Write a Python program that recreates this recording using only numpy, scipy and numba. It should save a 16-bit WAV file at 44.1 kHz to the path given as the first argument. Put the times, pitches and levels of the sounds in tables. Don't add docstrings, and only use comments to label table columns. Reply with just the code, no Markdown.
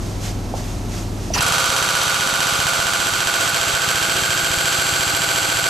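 import sys
import numpy as np
from scipy import signal
from scipy.fft import rfft, irfft
from scipy.io import wavfile
from scipy.ndimage import uniform_filter1d, minimum_filter1d
from numba import njit

SR = 44100
rng = np.random.default_rng(int(sys.argv[2]) if len(sys.argv) > 2 else 0)


def digitize_waveform(pressure):
    field = np.atleast_2d(pressure).T
    bounded = np.clip(field, -1, 1)
    quanta = np.round(bounded * 32767).astype(np.int16)
    wavfile.write(sys.argv[1], SR, quanta)


N = 250929
TIME = np.arange(N) / SR
STROKE_SIZE = 16384
AGE = np.arange(STROKE_SIZE) / SR

VALVE_S, FIRST_BLOW_S = 1.336, 1.4063
LOAD_RISE_S = 3.0725
LOADED_RATE, SLACK_RATE, RUSH_RATE = 14.2203, 1.3339, 2.1673
RUSH_DECAY_S = .3474


def load_at(t):
    return np.clip((t - FIRST_BLOW_S) / LOAD_RISE_S, 0, 1)


def stroke_times():
    t = TIME[TIME >= FIRST_BLOW_S]
    rush = RUSH_RATE * burst(t - FIRST_BLOW_S, RUSH_DECAY_S)
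    rate = LOADED_RATE + SLACK_RATE * (1 - load_at(t)) + rush
    cycles = np.cumsum(rate) / SR
    return np.interp(np.arange(int(cycles[-1]) + 1), cycles, t)


# (frequency [Hz], level [dB])
CLACK_SPECTRUM = [(60, -29), (130, 0), (250, -8.5), (520, -6.5), (800, -8), (1030, -8), (1300, 0),
                  (1900, -6), (2800, -2), (4500, -1.5), (5300, -6), (6200, -5), (8800, -8.5), (9900, -15.5),
                  (13800, -18)]
# (frequency [Hz], width at half lift [Hz], lift unloaded [dB], lift loaded [dB])
HOUSING_MODES = [(350, 122, 3, 9), (528, 105, 9, 7), (686, 74, 9.5, 12.5), (816, 58, 7, 10),
                 (977, 145, 8.5, 5.5), (1153, 170, 6.5, 4), (1270, 890, 3, 2.5), (1487, 155, 9.5, 7.5),
                 (1607, 72, -9, 9), (2230, 430, 3.5, 5.5), (2870, 870, 2.5, 3), (3220, 330, 2.5, 4),
                 (3900, 220, 2, -1), (4630, 720, 1.5, 3.5), (6010, 480, 8, 4), (6700, 200, 0, 4),
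                 (7610, 510, 7.5, 12), (9130, 230, 8, 5.5), (10280, 640, 7, 4.5), (11890, 1170, 6, 10)]


def housing_response(load):
    hz = bins(STROKE_SIZE)
    lift_db = 0
    for mode_hz, width_hz, slack_db, taut_db in HOUSING_MODES:
        lift_db = lift_db + blend(slack_db, taut_db, load) * bell(hz, mode_hz, width_hz) ** 2
    return causal(colour(CLACK_SPECTRUM, hz) * undb(lift_db))


def even_grain(pair):
    spectrum = rfft(pair)
    power = np.abs(spectrum) ** 2
    near = uniform_filter1d(power, size=41, axis=-1)
    wide = uniform_filter1d(power, size=301, axis=-1)
    treble = np.clip(bins(STROKE_SIZE) / 3000, 0, 1)
    return spectrum / np.sqrt(blend(near, wide, treble) + 1e-9)


SLACK_RING_HZ, LOADED_RING_HZ = 1490, 1580
SLACK_RING_DECAY_S, LOADED_RING_DECAY_S = .001, .0018
SLACK_SAG_HZ_PER_S, LOADED_SAG_HZ_PER_S = 4000, 2200
PLAY_HZ, PLAY_DB, PLAY_CYCLES = 3, 1.3, .035


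def cylinder_ring(since, load, slip):
    early = np.sqrt(load)
    envelope = bloom(since, blend(SLACK_RING_DECAY_S, LOADED_RING_DECAY_S, early))
    ring_hz = blend(SLACK_RING_HZ, LOADED_RING_HZ, early) + PLAY_HZ * rng.standard_normal()
    sag = blend(SLACK_SAG_HZ_PER_S, LOADED_SAG_HZ_PER_S, early)
    cycles = (ring_hz - sag * AGE / 2) * AGE + PLAY_CYCLES * slip[:, None]
    return envelope * np.cos(2 * np.pi * cycles)


# (delay [s], clack [dB], ring unloaded [dB], ring loaded [dB], clack decay [s])
CONTACT_TABLE = [(.0003, 6.5, -2, -6, .002), (.0075, -16, -3, 0, .002), (.0128, -12, 6.5, 0, .002),
                 (.0185, -1, -14, -12, .0025), (.024, 1.5, 5.5, 3, .0025), (.0278, -2, -3, 1, .0025),
                 (.0355, -5, -3, -9, .0015), (.040, -9, -6, -11, .0015), (.0455, -8, -6, -9, .0015)]
THUD_HZ, THUD_DB, THUD_DECAY_S = 740, 1, .0008
NEAR_ECHO_DB, NEAR_ECHO_DECAY_S = -1, .012


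def hammer(times, blow_db=9, ring_db=-4, room_db=-5, room_decay_s=0.14, scatter_db=3.0):
    out = np.zeros((2, N))
    delay, clack_db, slack_db, taut_db, decay = np.transpose(CONTACT_TABLE)
    since = AGE - delay[:, None]
    clacks = burst(since, decay[:, None])
    room = undb(room_db) * burst(AGE, room_decay_s)
    room = room + undb(NEAR_ECHO_DB) * burst(AGE, NEAR_ECHO_DECAY_S)
    thud = undb(THUD_DB) * bloom(AGE, THUD_DECAY_S) * np.sin(2 * np.pi * THUD_HZ * AGE)
    lasting, creeping = rng.standard_normal((2, 2, STROKE_SIZE))
    renewal, creep = .15, .7
    for s in times:
        load = load_at(s)
        force, slip = rng.standard_normal((2, len(CONTACT_TABLE)))
        clack_env = room + undb(clack_db + PLAY_DB * force) @ clacks
        fresh = rng.standard_normal(creeping.shape)
        creeping = np.sqrt(1 - renewal) * creeping + np.sqrt(renewal) * fresh
        echoes = even_grain((lasting + creep * creeping) * clack_env)
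        stroke = irfft(echoes * housing_response(load)) * np.linalg.norm(clack_env)
        ring_size = undb(ring_db + blend(slack_db, taut_db, load))
        stroke[0] += thud + ring_size @ cylinder_ring(since, load, slip)
        add(out, stroke * undb(blow_db + scatter_db * rng.standard_normal()), s)
    return out


# (frequency [Hz], level [dB])
CHATTER_SPECTRUM = [(1500, -32), (3300, -29), (5500, -20), (7800, 16), (9200, -11), (10200, 5), (12000, 6),
                    (13500, -19)]


def chatter(times, level_db=-5, scatter_db=3.5):
    peak_s, width_s = .021, .0055
    slide, click_rate = np.zeros(N), 12000
    for s in times:
        size = undb(scatter_db * rng.standard_normal())
        add(slide, size * swell(AGE - peak_s, width_s, width_s), s)
    struck = rng.random((2, N)) < click_rate / SR
    clicks = struck * rng.standard_normal((2, N)) * np.sqrt(SR / click_rate)
    return undb(level_db) * shape(clicks * slide, colour(CHATTER_SPECTRUM, bins(N)))


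# (frequency [Hz], level [dB])
EXHAUST_SPECTRUM = [(100, 15), (350, 7), (1400, 5), (3000, 5.5), (6000, -35), (7700, -8), (10000, -20),
                    (13500, -23)]
PUFF_LOAD_DB = 2
PUFF_HZ, PUFF_SCATTER_DB, PUFF_SCATTER_OCTAVES = 116, 1.0, 0.1
PUFF_SAG_HZ_PER_S, PUFF_CYCLES = 7000, .7
SURGE_S, SURGE_WIDTH_S = 2.44, 0.44
SURGE_DB, SURGE_HZ, SURGE_CYCLES = 7.5, 48, -.36


def exhaust(times, vent_db=-14, puff_db=-7, boom_db=5, boom_hz=108, boom_width_hz=16, lead_s=0.00812):
    leak_db, vent_s, opening_s = -16, .012, .03
    puffs = np.zeros(N)
    flow = undb(leak_db) * (TIME > VALVE_S) * (1 - burst(TIME - VALVE_S, opening_s))
    for s in times:
        surge = swell(s - SURGE_S, SURGE_WIDTH_S, SURGE_WIDTH_S)
        octaves = PUFF_SCATTER_OCTAVES * rng.standard_normal()
        puff_hz = (PUFF_HZ + SURGE_HZ * surge) * 2 ** octaves
        half_cycles = PUFF_CYCLES + SURGE_CYCLES * surge
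        t = AGE - 2 / puff_hz
        tone = np.sin(2 * np.pi * (puff_hz - PUFF_SAG_HZ_PER_S * t / 2) * t)
        puff = tone * np.exp(-(t * puff_hz / half_cycles) ** 2)
        scatter = PUFF_SCATTER_DB * rng.standard_normal()
        size = undb(puff_db + PUFF_LOAD_DB * load_at(s) + SURGE_DB * surge + scatter)
        add(puffs, size * puff, s - lead_s - 2 / puff_hz)
        add(flow, undb(vent_db) * burst(AGE, vent_s), s - lead_s)
    room = causal(bell(bins(2 * N), boom_hz, boom_width_hz))
    boom = irfft(rfft(puffs, 2 * N) * room)[:N]
    air = flow * shape(rng.standard_normal((2, N)), colour(EXHAUST_SPECTRUM, bins(N)))
    return air + np.array([puffs + undb(boom_db) * boom, np.zeros(N)])


# (time [s], frequency [Hz], width at half amplitude [Hz], level [dB], decay [s])
VALVE_WHISTLES = [(1.335, 5870, 490, -7, 0.018), (1.337, 2700, 450, -14, 0.018),
                  (1.343, 7000, 500, -16, .02), (1.337, 4800, 900, -10.5, .014),
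                  (1.366, 1000, 700, -14, .014), (1.374, 1270, 450, -5, 0.0073),
                  (1.377, 4670, 1300, -7, 0.016), (1.383, 2550, 900, -6, 0.015),
                  (1.386, 1400, 600, -18, 0.011), (1.397, 2770, 520, -1, .008)]


def valve(whistle_db=-7, rise_s=0.0028):
    spit_db, spit_s = -21, .04
    hz = bins(N)

    def spurt(start_s, decay_s):
        return burst(TIME - start_s, decay_s) * (1 - burst(TIME - start_s, rise_s))

    whistles = np.zeros((2, N))
    for s, f, width_hz, db, decay_s in VALVE_WHISTLES:
        band = shape(rng.standard_normal((2, N)), bell(hz, f, width_hz) ** 2)
        whistles += undb(db) * spurt(s, decay_s) * band
    air = shape(rng.standard_normal((2, N)), np.sqrt(colour(EXHAUST_SPECTRUM, hz)))
    return undb(whistle_db) * whistles + undb(spit_db) * spurt(VALVE_S, spit_s) * air


# (frequency [Hz], level [dB])
INRUSH_SPECTRUM = [(300, -18), (900, -6), (1200, 3), (1800, -1), (2700, -8), (4500, 3), (6000, 1),
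                   (8000, -6), (13500, -9)]


def inrush(air_db=-12.5, settle_s=0.69, rise_s=0.087):
    age = TIME - VALVE_S
    flow = undb(air_db) * burst(age, settle_s) * (1 - burst(age, rise_s))
    return flow * shape(rng.standard_normal((2, N)), colour(INRUSH_SPECTRUM, bins(N)))


# (time [s], level [dB], centre frequency [Hz], decay [s])
KNOCK_TABLE = [(0.539, -9.5, 710, 0.0014), (1.303, -18, 620, 0.0077), (1.361, -11.5, 875, 0.0076),
               (1.365, -20, 2080, 0.0073), (1.383, -32, 1690, 0.009)]


def knocks(room_db=-21, room_decay_s=0.05, tap_db=16):
    out = np.zeros((2, N))
    for s, db, f, decay_s in KNOCK_TABLE:
        envelope = burst(AGE, decay_s) / 2 + undb(room_db) * burst(AGE, room_decay_s)
        strike = rng.standard_normal((2, STROKE_SIZE)) * envelope
        strike[0, 0] += undb(tap_db)
        body = bell(bins(STROKE_SIZE), f, 0.88 * f) ** 4
        knock = irfft(rfft(strike) * causal(body)) / np.sqrt(np.mean(body ** 2))
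        add(out, undb(db) * knock, s)
    return out


# (time of peak [s], level [dB], rise [s], fall [s])
SWISH_STROKES = [(.03, -39.5, 0.037, 0.16), (.257, -30.5, 0.046, 0.068), (.582, -34.5, 0.031, 0.039),
                 (.67, -38, 0.077, 0.14), (.965, -34, 0.076, 0.088), (1.26, -39, 0.087, 0.17)]
HISS_DB = -44.5


def swishing():
    power = undb(HISS_DB) ** 2
    for s, db, rise_s, fall_s in SWISH_STROKES:
        power = power + (undb(db) * swell(TIME - s, rise_s, fall_s)) ** 2
    return np.sqrt(power)


CRANK_HZ = 20.46
# (multiple of the crank rate, level [dB])
COMPRESSOR_HARMONICS = [(1, -4), (2, 2.5), (4, -10), (5, 2), (6, -11), (8, -15), (9, -11), (10, -13),
                        (11, -17), (12, -11.5), (13, -16), (14, -17), (15, -18), (16, -14), (18, -13),
                        (19, -19), (20, -21), (24, -20.5), (29, -25), (35, -17), (64, -22.5)]
# (frequency [Hz], level [dB])
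RUMBLE_SPECTRUM = [(12, -35), (25, -14), (60, 0), (110, -3.5), (160, -5.5), (350, -9), (440, -15.5),
                   (720, -16.5), (1900, -31), (6400, -32.5), (10800, -41), (15000, -42)]
# (frequency [Hz], level [dB])
SWISH_SPECTRUM = [(800, -11), (2200, -9), (4000, -9.5), (6300, -6), (8500, -12), (10300, -20),
                  (11800, -16.5), (15000, -31)]


def workshop(hum_db=-29.5, rumble_db=-29.0, throb=0.061, swish_db=-1):
    steps = np.repeat(rng.standard_normal(N // 4410 + 1), 4410)
    wander = uniform_filter1d(steps, size=4410)[:N]
    crank = 2 * np.pi * np.cumsum(CRANK_HZ * (1 + 0.0041 * wander)) / SR
    hum = np.zeros(N)
    for multiple, db in COMPRESSOR_HARMONICS:
        hum += undb(hum_db + db) * np.sin(multiple * crank + 2 * np.pi * rng.random())
    hz = bins(N)
    rumble = shape(rng.standard_normal((2, N)), colour(RUMBLE_SPECTRUM, hz))
    rumble = undb(rumble_db) * (1 + throb * np.sin(crank)) * rumble
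    hiss = shape(rng.standard_normal((2, N)), colour(SWISH_SPECTRUM, hz))
    swish = undb(swish_db) * swishing() * hiss
    return rumble + swish + np.array([hum, np.zeros(N)])


def undb(db):
    return 10 ** (np.asarray(db) / 20)


def blend(start, end, share):
    return start + share * (end - start)


def colour(points, hz):
    f, db = np.transpose(points)
    return undb(np.interp(np.log(hz + 1), np.log(f), db))


def bins(size):
    return np.arange(size // 2 + 1) * SR / size


def shape(x, gain):
    return irfft(rfft(x) * gain / np.sqrt(np.mean(gain ** 2)), x.shape[-1])


def causal(gain):
    cepstrum = irfft(np.log(gain + 1e-5))
    half = len(cepstrum) // 2
    cepstrum[1:half] *= 2
    cepstrum[half + 1:] = 0
    return np.exp(rfft(cepstrum))


def bell(hz, centre_hz, width_hz):
    return 1 / np.sqrt(1 + (2 * (hz - centre_hz) / width_hz) ** 2)


def burst(t, decay_s):
    return (t >= 0) * np.exp(-np.maximum(t, 0) / decay_s)


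def bloom(t, decay_s):
    return np.e * t / decay_s * burst(t, decay_s)


def swell(t, rise_s, fall_s):
    return np.exp(-(t / np.where(t < 0, rise_s, fall_s)) ** 2)


def add(out, x, start_s):
    i = max(int(start_s * SR), 0)
    part = x[..., :max(N - i, 0)]
    out[..., i:i + part.shape[-1]] += part


# (frequency [Hz], gain of side over mid [dB])
SIDE_GAIN = [(50, -39), (110, -14), (300, -9), (700, -7.5), (1150, -6.5), (1520, -2), (2400, -6.5),
             (3300, -9.5), (5500, -12), (7600, -13.5), (9000, -3.5), (11000, -3), (13000, -10)]
# (frequency [Hz], left minus right [dB])
LEFT_LEAN = [(60, 2.5), (150, -1), (350, -0.5), (700, -3.5), (1400, -3.5), (2500, -3), (4500, -2),
             (8000, 0.5), (14000, -2)]


def stereo(pair):
    hz = bins(N)
    mid, side = rfft(pair)
    side = side * colour(SIDE_GAIN, hz)
    lean = np.sqrt(colour(LEFT_LEAN, hz))
    return irfft(np.array([(mid + side) * lean, (mid - side) / lean]), N)


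def scene():
    times = stroke_times()
    pump = hammer(times) + chatter(times) + exhaust(times)
    return stereo(pump + valve() + inrush() + knocks() + workshop())


@njit
def follow(x, attack, release):
    out, e = np.empty(len(x)), 0.
    for i in range(len(x)):
        e += (x[i] - e) * (attack if x[i] > e else release)
        out[i] = e
    return out


def limiter(x, ceiling_db=-15.5, settle_db=-2.5, settle_s=0.57):
    ratio, release_s = 6.5, .012
    rms = np.sqrt(np.abs(uniform_filter1d(np.mean(x ** 2, axis=0), size=36)))
    coming = -minimum_filter1d(-rms, size=111, origin=-55)
    level = follow(coming, 1 / 8, 1 / (release_s * SR))
    settle_rate = 1 / (settle_s * SR)
    spell = follow(1. * (level > undb(ceiling_db)), settle_rate, settle_rate)
    gain = np.minimum(1, undb(ceiling_db) / (level + 1e-9)) ** (1 - 1 / ratio)
    return x * gain * undb(settle_db * spell)


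TOP_HZ = 13900


def record(dry):
    trimmed = signal.sosfilt(signal.butter(3, 28, "high", fs=SR, output="sos"), dry)
    rounded = .8 * np.tanh(limiter(trimmed) / .8)
    return signal.sosfilt(signal.ellip(8, .2, 70, TOP_HZ, fs=SR, output="sos"), rounded)


dry = scene()
out = record(dry)
digitize_waveform(out)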